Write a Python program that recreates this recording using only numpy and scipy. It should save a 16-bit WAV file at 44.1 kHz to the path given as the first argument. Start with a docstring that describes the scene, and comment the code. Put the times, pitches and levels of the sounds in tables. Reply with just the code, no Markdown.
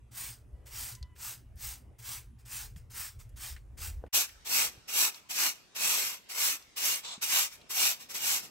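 """A concrete yard: a short straw broom sweeps in brisk strokes, first from a few metres, then from close by.
Far spot: a distant one-cylinder engine thuds, a rooster crows faintly and gusts buffet the microphone.
After a near-silent instant the broom is close and loud, with cloth rustling over quiet outdoor air.
The broom is dense random clicks coloured by the straws, air and cloth are shaped noise;
engine, bumps and a knock are dying low tones, the grit is short bursts of ringing noise."""
import sys
import numpy as np
from scipy import signal
from scipy.fft import rfft, irfft
from scipy.io import wavfile
from scipy.ndimage import uniform_filter1d

SR = 44100
rng = np.random.default_rng(int(sys.argv[2]) if len(sys.argv) > 2 else 0)


def generate_wav(signal):
    """Clip the signal to [-1, 1] and save it as 16-bit WAV at the path in sys.argv[1]."""
    frames = np.transpose(np.atleast_2d(signal))
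    scaled = np.clip(frames, -1, 1) * 32767
    pcm = np.round(scaled).astype(np.int16)
    wavfile.write(sys.argv[1], SR, pcm)


N = 374850
TIME, BINS = np.arange(N) / SR, np.fft.rfftfreq(N, 1 / SR)  # s, Hz
FAR_END, NEAR_START = 4.083, 4.128  # s
SILENT_DB = -110.0  # floor under the broom levels
BROOM_TRIM_DB = -1.5  # applied to the strokes at both spots


def amp(db):
    """Decibels to amplitude."""
    return 10 ** (np.asarray(db) / 20)


def evened(x):
    """Scale a signal to unit RMS."""
    return x / np.sqrt(np.mean(x ** 2) + 1e-20)


def read(points, hz, axis=1):
    """One column of a table over log frequency."""
    table = np.array(points, float)
    return np.interp(np.log(hz + 1), np.log(table[:, 0] + 1), table[:, axis])


def add(mix, s, sound):
    """Lay a sound into the mix at time s, cut off at the end."""
    part = mix[..., round(s * SR):][..., :sound.shape[-1]]
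    part += sound[..., :part.shape[-1]]


def drift(hz):
    """Random wandering of unit RMS, mostly slower than hz."""
    return evened(irfft(rfft(rng.standard_normal(N)) / (1 + (BINS / hz) ** 4), N))


def patchwork(shape, bins, frames):
    """Random dB map of unit RMS, smoothed over frequency bins and time frames."""
    smooth = uniform_filter1d(rng.standard_normal(shape), size=bins, axis=0)
    return evened(uniform_filter1d(smooth, size=frames, axis=1))


def noise(spectrum, likeness, patchy_db):
    """Two-channel noise of a given colour, with patches that swell and fade."""
    shared, side = rng.standard_normal((2, N))
    c = np.clip(likeness, 0, 1)
    pair = np.sqrt((1 + c) / 2) * shared + np.sqrt((1 - c) / 2) * np.array([side, -side])
    hz, _, z = signal.stft(pair, SR, nperseg=2048, noverlap=1536)
    patches_db = patchy_db * patchwork(z.shape[1:], bins=12, frames=8)
    z = z * amp(read(spectrum, hz)[:, None] + patches_db)
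    out = signal.istft(z, nperseg=2048, noverlap=1536)[1][:, :N]
    return out / out.mean(0).std()


def swells(rows):
    """Summed power of smooth bell-shaped swells."""
    return sum(amp(db) ** 2 * np.exp(-(2 * (TIME - s) / length) ** 2) for s, length, db in rows)


# Outdoor air at the far spot: freq_hz, relative_level_db (per Hz)
FAR_AIR = [(60, -18.5), (170, -8), (350, -14.5), (700, -25.5), (1500, -29), (2500, -31.5), (4200, -43.5),
           (11000, -40), (15500, -75)]


def far_air():
    """Low-heavy noise of the open air at the far spot."""
    return amp(-68) * noise(FAR_AIR, likeness=0.53, patchy_db=3.5)


# Low resonances of the exhaust: freq_hz, damping_hz, relative_level_db
EXHAUST = [(63.3, 14, -3), (117, 15.5, 4)]
ENGINE_HZ, ENGINE_START, ENGINE_DB = 11.15, 0.01196, -57.5  # firings a second, first firing s, RMS level dB


def engine(uneven_db=2.5, jitter_s=0.001):
    """Each firing rings the exhaust; distance leaves only the low thud."""
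    out, t = np.zeros(N), np.arange(8000) / SR
    thud = np.zeros(len(t))
    for hz, damping, db in EXHAUST:
        envelope = (damping * t) ** 2 * np.exp(-np.pi * damping * 1.6 * t)
        thud += amp(db) * envelope * np.sin(2 * np.pi * hz * t)
    times = np.arange(ENGINE_START, FAR_END, 1 / ENGINE_HZ)
    for s, (late, strength) in zip(times, rng.standard_normal((len(times), 2))):
        add(out, max(s + jitter_s * late, 0), amp(uneven_db * strength) * thud)
    return amp(ENGINE_DB) * out / out[TIME < FAR_END].std()


# Low rumble of the wind: freq_hz, relative_level_db (per Hz)
WIND = [(10, -42), (25, -22), (45, 0.5), (65, 1), (90, -6.5), (150, -35), (400, -60)]
# Stronger gusts: peak_s, length_s, level_db
GUSTS = [(.57, .14, -52), (1.69, .07, -50.5), (2.79, .12, -49), (3.35, 0.084, -48.5), (3.54, 0.043, -44.5),
         (3.91, .25, -42.5), (4.36, .12, -60), (4.65, 0.26, -63), (7.5, .6, -76), (8.35, .3, -74)]
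FAR_BREEZE_DB, NEAR_BREEZE_DB, BREEZE_HZ = -57, -85, 4  # mid levels, and how fast the breeze swells


def wind(lumpy_db=3.0):
    """A lumpy breeze and a few gusts buffet the microphone."""
    base_db = np.where(TIME < NEAR_START, FAR_BREEZE_DB, NEAR_BREEZE_DB)
    breeze = amp(base_db + lumpy_db * drift(BREEZE_HZ))
    return noise(WIND, likeness=0.9, patchy_db=0.5) * np.sqrt(breeze ** 2 + swells(GUSTS))


def slips(per_s, spread_db):
    """Straw tips catch on the concrete and let go: dense clicks of uneven size."""
    size = amp(spread_db * np.minimum(rng.exponential(1, (2, N)), 5))
    happens = rng.random((2, N)) < per_s / SR
    return evened(size * rng.standard_normal((2, N)) * happens)


def spread_pair(x, spread):
    """Two unrelated sounds become a partly alike stereo pair, widened by a phase shift per frequency."""
    a, b = rfft(x)
    c, lead = np.clip(read(spread, BINS), 0, 1), read(spread, BINS, axis=2)
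    right = (c * a + np.sqrt(1 - c ** 2) * b) * np.exp(-1j * lead)
    return irfft(np.array([a, right]), N)


def sweeping(strokes, touches, land_s, lift_power, yard_db, yard_t60):
    """Level in dB: straws land, speed up, slow as they lift; soft touches between; the yard dies away."""
    def landing(s, db):
        """Power of a short bump that peaks land_s after touch-down."""
        u = np.maximum(TIME - s, 0) / land_s
        return amp(db) ** 2 * (u * np.exp(1 - u)) ** 6
    push_power = 2.65  # the scrape grows as this power of the broom's speed during the push
    power = sum(landing(s, db) for s, db in touches)
    for s, push, lift, land_db, sweep_db, _ in strokes:
        speed = np.sin(np.pi / 2 * np.interp(TIME, [s, s + push, s + push + lift], [0, 1, 0]))
        scrape = amp(sweep_db) * speed ** np.where(TIME < s + push, push_power, lift_power)
        power = power + landing(s, land_db) + scrape ** 2
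    keep = np.exp(-2 * np.log(1000) / (yard_t60 * SR))
    yard = amp(yard_db) ** 2 * signal.lfilter([1 - keep], [1, -keep], power)
    return 10 * np.log10(power + yard + amp(SILENT_DB) ** 2)


def angle(strokes):
    """Brightness in dB per octave: the wrist turns from one stroke's angle to the next."""
    s, push, *_, tilt = np.transpose(strokes)
    return np.interp(TIME, s + push, tilt)


def broom(level_db, tilt, clicks, straw, bundle, balance, brighten, ring_db, chatter_db):
    """Slips ring in the straws; a faster stroke is louder and brighter, and the bundle chatters."""
    hz, t, z = signal.stft(clicks, SR, nperseg=512, noverlap=384)
    slack_db = np.clip(np.interp(t, TIME, level_db) - level_db.max(), -35, 0)
    slope_db = brighten * slack_db + np.interp(t, TIME, tilt)
    octaves = np.log2((hz[:, None] + 600) / 4000)
    body_db = read(straw, hz)
    for centre, width, db in bundle:
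        body_db = body_db + db * np.exp(-((hz - centre) / width) ** 2)
    # other straws touch from moment to moment, so narrow resonances come and go
    rings = patchwork(z.shape[1:], bins=2, frames=30)
    colour = amp(body_db[:, None] + slope_db * octaves + ring_db * rings)
    sides = amp(np.array([[0.5], [-0.5]]) * read(balance, hz))
    z = z * colour * sides[:, :, None]
    # level out the main band, so that the stroke alone sets the loudness
    main = (hz > 1500) & (hz < 9000)
    band_power = (abs(z.mean(0)[main]) ** 2).sum(0)
    z /= np.sqrt(uniform_filter1d(band_power, size=15) * 4 / 3 + 1e-12)
    scrape = signal.istft(z, nperseg=512, noverlap=384)[1][:, :N]
    return scrape * amp(level_db + chatter_db * drift(70))


# Far strokes, levels before the broom trim:
# touch_s, push_s, lift_s, landing_db, sweep_db, brightness_db_per_octave (from the angle of the straws)
FAR_STROKES = [(.106, 0.094, 0.16, -58.5, -44, -0.2), (.651, .15, 0.16, -54.6, -43.5, 0),
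               (1.147, 0.11, 0.11, -63.5, -43.5, -0.2), (1.557, 0.096, 0.12, -63.5, -44, 0.4),
               (1.978, 0.13, 0.1, -56.9, -43.5, -0.2), (2.445, .106, 0.13, -56, -43.5, -0.1),
               (2.894, .1, .12, -56, -43, 0.1), (3.354, 0.086, .108, -54.5, -44.5, -0.7),
               (3.766, 0.071, 0.074, -52, -43, -0.5)]
# Light touches of the broom between the far strokes: start_s, level_db (before the broom trim)
FAR_SCUFFS = [(2.378, -66.5), (2.752, -60), (3.183, -57)]
# Straw on concrete from afar: freq_hz, relative_level_db (per Hz)
FAR_STRAW = [(300, -18), (550, -21.5), (800, -9), (1100, -8.5), (1700, -6.5), (2800, -6.5), (4000, -7.5),
             (5000, -3.5), (7000, -4), (8700, -0.6), (11000, -3), (13300, -2), (15000, -4), (16000, 3)]
# Stereo spread per frequency: freq_hz, channel_likeness_0_to_1, left_lead_rad
FAR_SPREAD = [(500, .7, 0), (1500, .92, 0), (3200, .9, 0), (5000, .98, 0), (8700, .95, 0),
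              (10050, .97, -3.14), (12050, .92, -6.28), (13700, .97, -9.42), (15500, .92, -12.57)]


def far_broom():
    """The broom a few metres off, blurred by the yard's short decay; the scuffs share its noise."""
    level_db = sweeping(FAR_STROKES, FAR_SCUFFS, land_s=0.021, lift_power=0.92, yard_db=-4.5, yard_t60=0.23)
    clicks = spread_pair(slips(per_s=25000, spread_db=1.16), FAR_SPREAD)
    centred = [(1000, 0)]
    return amp(BROOM_TRIM_DB) * broom(level_db, angle(FAR_STROKES), clicks, FAR_STRAW, [], centred,
                                      brighten=0.081, ring_db=2.2, chatter_db=0.5)


# Dull low bumps: start_s, envelope_peak_db, pitch_hz, decay_s
BUMPS = [(.528, -42, 60, 0.073), (1.012, -37.5, 65, 0.077), (2.76, -44.5, 147, 0.039),
         (3.975, -36.5, 55.3, 0.089), (4.775, -50, 111, 0.032), (7.178, -46.5, 210, 0.015)]


def bumps():
    """Soft blows: a few low cycles that swell and die."""
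    out, t = np.zeros(N), np.arange(12000) / SR
    for s, db, hz, decay in BUMPS:
        u = np.log(1000) * t / decay
        add(out, s, amp(db) * u * np.exp(1 - u) * np.sin(2 * np.pi * hz * t))
    return out


# The crow's glide, before its random wavering: time_s, pitch_hz, level_db
CROW = [(.54, 970, -82), (.64, 987, -83), (.95, 1005, -77), (1.08, 993, -69.5), (1.16, 998, -74),
        (1.24, 950, -82)]
# Partials of the voice: multiple_of_pitch, relative_level_db
CROW_PARTIALS = [(1, -1.5), (2, -3.5), (3, -9)]


def rooster(waver):
    """One thin held note from far away: three partials that waver in pitch and level."""
    s, hz, db = np.transpose(CROW)
    turns = np.cumsum(np.interp(TIME, s, hz) * (1 + waver * drift(54))) / SR
    voice = evened(sum(amp(d) * np.sin(2 * np.pi * k * turns) for k, d in CROW_PARTIALS))
    return voice * amp(np.interp(TIME, s, db, left=-140, right=-140) + 4.7 * drift(25))


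# Colour of the cloth: freq_hz, relative_level_db (per Hz)
CLOTH_COLOUR = [(50, -19), (120, 0), (250, 1.5), (480, 0.5), (800, -6.5), (2000, -28), (8000, -47)]
# Rustles as the body shifts: peak_s, length_s, level_db
RUSTLES = [(.6, 0.2, -67), (1.9, 0.17, -69), (3.86, 0.21, -68), (4.06, .05, -58), (4.6, .16, -58.5),
           (4.77, 0.07, -64.5), (5.95, 0.21, -62.5), (7.64, .1, -62.5), (8.4, 0.58, -63)]
CLOTH_DB, CLOTH_SWING_DB = -75, -36  # clothes at rest, and relative to the stroke that the arm makes


def cloth(stroke_db, uneven_db=1.5):
    """Soft low rustle of sleeves and trousers, following the arm and the shifts of the body."""
    rest = amp(CLOTH_DB) ** 2 * (TIME > NEAR_START)
    power = rest + amp(stroke_db + CLOTH_SWING_DB) ** 2 + swells(RUSTLES)
    return noise(CLOTH_COLOUR, likeness=0.53, patchy_db=1.5) * np.sqrt(power) * amp(uneven_db * drift(7.3))


# Grit and single straws flicking: start_s, level_db (before the trim), centre_hz, t60_s, width_octaves
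TICKS = [(.951, -38, 6000, .04, .6), (1.028, -38.5, 4300, 0.021, 0.35), (1.162, -51, 2400, .04, 0.44),
         (1.558, -53, 11100, 0.023, 0.39), (2.762, -48, 2000, .03, 0.81), (3.199, -48, 7960, 0.021, 0.39),
         (3.292, -54, 8100, 0.044, 0.74), (3.564, -43.5, 1980, 0.074, 0.71), (4.04, -50, 880, 0.014, 0.35),
         (4.064, -52.5, 1760, 0.048, 0.7), (4.292, -39, 2340, 0.036, 0.56), (5.145, -35, 4430, .03, 0.39),
         (5.62, -58, 9000, 0.025, 1.4), (6.624, -45.5, 5540, .04, 0.49), (7.614, -48, 3520, 0.048, 0.52)]


def grit(tail_db=-24, tail_s=0.19, trim_db=-8):
    """Each tick is a quickly dying ring with a faint tail from the yard."""
    out, t = np.zeros((2, N)), np.arange(8192) / SR
    hz = np.fft.rfftfreq(len(t), 1 / SR)
    for s, db, centre, t60, width in TICKS:
        white = rng.standard_normal(len(t)) + 0.5 * rng.standard_normal((2, len(t)))
        band = np.hypot(1, np.log2((hz + 1) / centre) / width) ** 2
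        ring = evened(irfft(rfft(white) / band))
        envelope = amp(-60 * t / t60) + amp(tail_db - 60 * t / tail_s)
        add(out, s, amp(db + trim_db) * ring * envelope)
    return out


# Modes of a hollow knock: pitch_hz, relative_level_db, t60_s
KNOCK_MODES = [(500, 1.5, 0.019), (680, -8, 0.015), (1510, -16.5, .018)]
KNOCK_S, KNOCK_DB = 4.039, -31.5  # start, and the level the modes are set against


def knock():
    """A light blow rings a few short modes together."""
    out, t = np.zeros(N), np.arange(4000) / SR
    ring = np.zeros(len(t))
    for hz, db, t60 in KNOCK_MODES:
        ring += amp(db - 60 * t / t60) * np.sin(2 * np.pi * (hz * t + rng.random()))
    add(out, KNOCK_S, amp(KNOCK_DB) * ring * np.minimum(t / 0.00085, 1))  # 0.85 ms attack
    return out


# Close strokes, levels before the broom trim:
# touch_s, push_s, lift_s, landing_db, sweep_db, brightness_db_per_octave (from the angle of the straws)
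NEAR_STROKES = [(4.118, 0.037, 0.12, -41, -27, .5), (4.441, 0.14, 0.13, -41, -27.6, -0.037),
                (4.869, 0.15, 0.099, -40.5, -27, .2), (5.284, 0.15, 0.11, -38, -29.3, -.3),
                (5.741, .12, 0.35, -40, -29.6, -0.6), (6.281, 0.17, 0.14, -42, -30, 0.21),
                (6.753, 0.12, 0.15, -37.5, -30.5, 0.031), (7.206, 0.17, 0.12, -32.5, -28, -0.16),
                (7.686, 0.15, 0.13, -39, -27.5, 0.47), (8.13, 0.18, 0.12, -36.6, -30.1, 0.26)]
# Tips graze the ground between strokes: touch_s, level_db (before the broom trim)
NEAR_GRAZES = [(5.128, -54.5), (7.5, -52.5), (7.984, -49), (8.08, -45), (8.408, -48.5)]


def near_level():
    """Level in dB of the close strokes, with little of the yard."""
    return sweeping(NEAR_STROKES, NEAR_GRAZES, land_s=0.032, lift_power=1.524, yard_db=-15, yard_t60=0.34)


# Stereo spread per frequency: freq_hz, channel_likeness_0_to_1, left_lead_rad
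NEAR_SPREAD = [(300, .8, .1), (900, .65, .6), (1600, .55, 2), (2200, .65, .2), (3100, .6, 3.1),
               (3800, .4, 4.7), (4700, .4, 9), (6500, .15, 11), (8700, .35, 12), (10050, .97, 9.42),
               (12050, .92, 6.28), (13700, .97, 3.14), (15500, .92, 0)]


def near_slips():
    """The straw clicks of the close broom, spread wide in stereo."""
    return spread_pair(slips(per_s=24000, spread_db=1.5), NEAR_SPREAD)


# Straw on concrete up close: freq_hz, relative_level_db (per Hz)
NEAR_STRAW = [(80, -33.5), (250, -19), (550, -14.5), (1150, -6.5), (1950, -5.5), (2600, -0.5), (3600, -2),
              (4700, -3), (5900, -0.5), (7900, -2), (9500, -6.5), (11700, 1), (13500, -5), (15500, -5)]
# Peaks and dips of the close broom: centre_hz, width_hz, gain_db
BUNDLE = [(1160, 63, 0.5), (1890, 120, -3), (2470, 150, 1.5), (2850, 210, 2.5), (3060, 140, -0.5),
          (5640, 680, 3.5), (8080, 670, 3)]
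# Stereo balance, also used by the drag: freq_hz, left_minus_right_db
NEAR_BALANCE = [(60, 14), (92, 4), (140, 5), (210, -5), (330, 1), (500, -3), (770, 3.5), (1170, -2),
                (1790, 3), (2740, -3.5), (4190, 2), (6410, 1), (9810, -0.5), (15000, 0.5)]


def near_broom(level_db, clicks):
    """The loud close broom, where the bundle's own resonances stand out."""
    return amp(BROOM_TRIM_DB) * broom(level_db, angle(NEAR_STROKES), clicks, NEAR_STRAW, BUNDLE, NEAR_BALANCE,
                                      brighten=0.09, ring_db=2.5, chatter_db=0.5)


# Outdoor air at the near spot: freq_hz, relative_level_db (per Hz)
NEAR_AIR = [(30, -22), (120, -6), (220, -10.5), (480, -14), (1170, -11.5), (2500, -12), (5600, -13.5),
            (9000, -22.5), (15500, -52)]


def near_air():
    """Quiet, wide noise of the open air at the near spot."""
    return amp(-64.5) * noise(NEAR_AIR, likeness=0.071, patchy_db=3.0)


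# Straw tips dragging lightly: freq_hz, relative_level_db (per Hz)
DRAG_STRAW = [(150, -20), (700, -8), (1150, -1.5), (1750, -11.5), (2600, -5.5), (3600, 5), (4900, -4),
              (6000, -4.5), (8000, -2), (10000, -26), (12000, -24), (15500, -29)]
DRAG_S, DRAG_DB = 7.022, -44.5
DRAG_ATTACK_S, DRAG_HOLD_S, DRAG_RELEASE_DB_PER_S = 0.029, 0.088, 380


def drag(clicks):
    """The tips drag lightly on one back swing: attack, hold, release."""
    t = TIME - DRAG_S
    release_db = DRAG_RELEASE_DB_PER_S * np.maximum(t - DRAG_ATTACK_S - DRAG_HOLD_S, 0)
    attack = np.clip(t / DRAG_ATTACK_S, 0, 1) ** 2
    level_db = 20 * np.log10(attack * amp(DRAG_DB - release_db) + amp(SILENT_DB))
    return broom(level_db, np.zeros(N), clicks, DRAG_STRAW, [], NEAR_BALANCE,
                 brighten=0.04, ring_db=2.0, chatter_db=-0.2)


def scene():
    """The far spot, a near-silent instant, then the near spot."""
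    far = far_air() + engine() + far_broom() + rooster(waver=0.0098)
    near_db, clicks = near_level(), near_slips()
    near = near_broom(near_db, clicks) + near_air() + drag(clicks)
    far_on, near_on = uniform_filter1d(1.0 * np.array([TIME < FAR_END, TIME > NEAR_START]), size=200)
    both_spots = (wind() + cloth(near_db)) * (far_on + near_on)
    ungated = grit() + bumps() + knock()
    return far * far_on + near * near_on + both_spots + ungated


def record(dry):
    """The recorder's band limit: a steep low-pass at 15780 Hz."""
    lowpass = signal.firwin(801, 15780, window=("kaiser", 9), fs=SR)
    return signal.oaconvolve(dry, lowpass[None], "same")


dry = scene()
out = record(dry)
generate_wav(out)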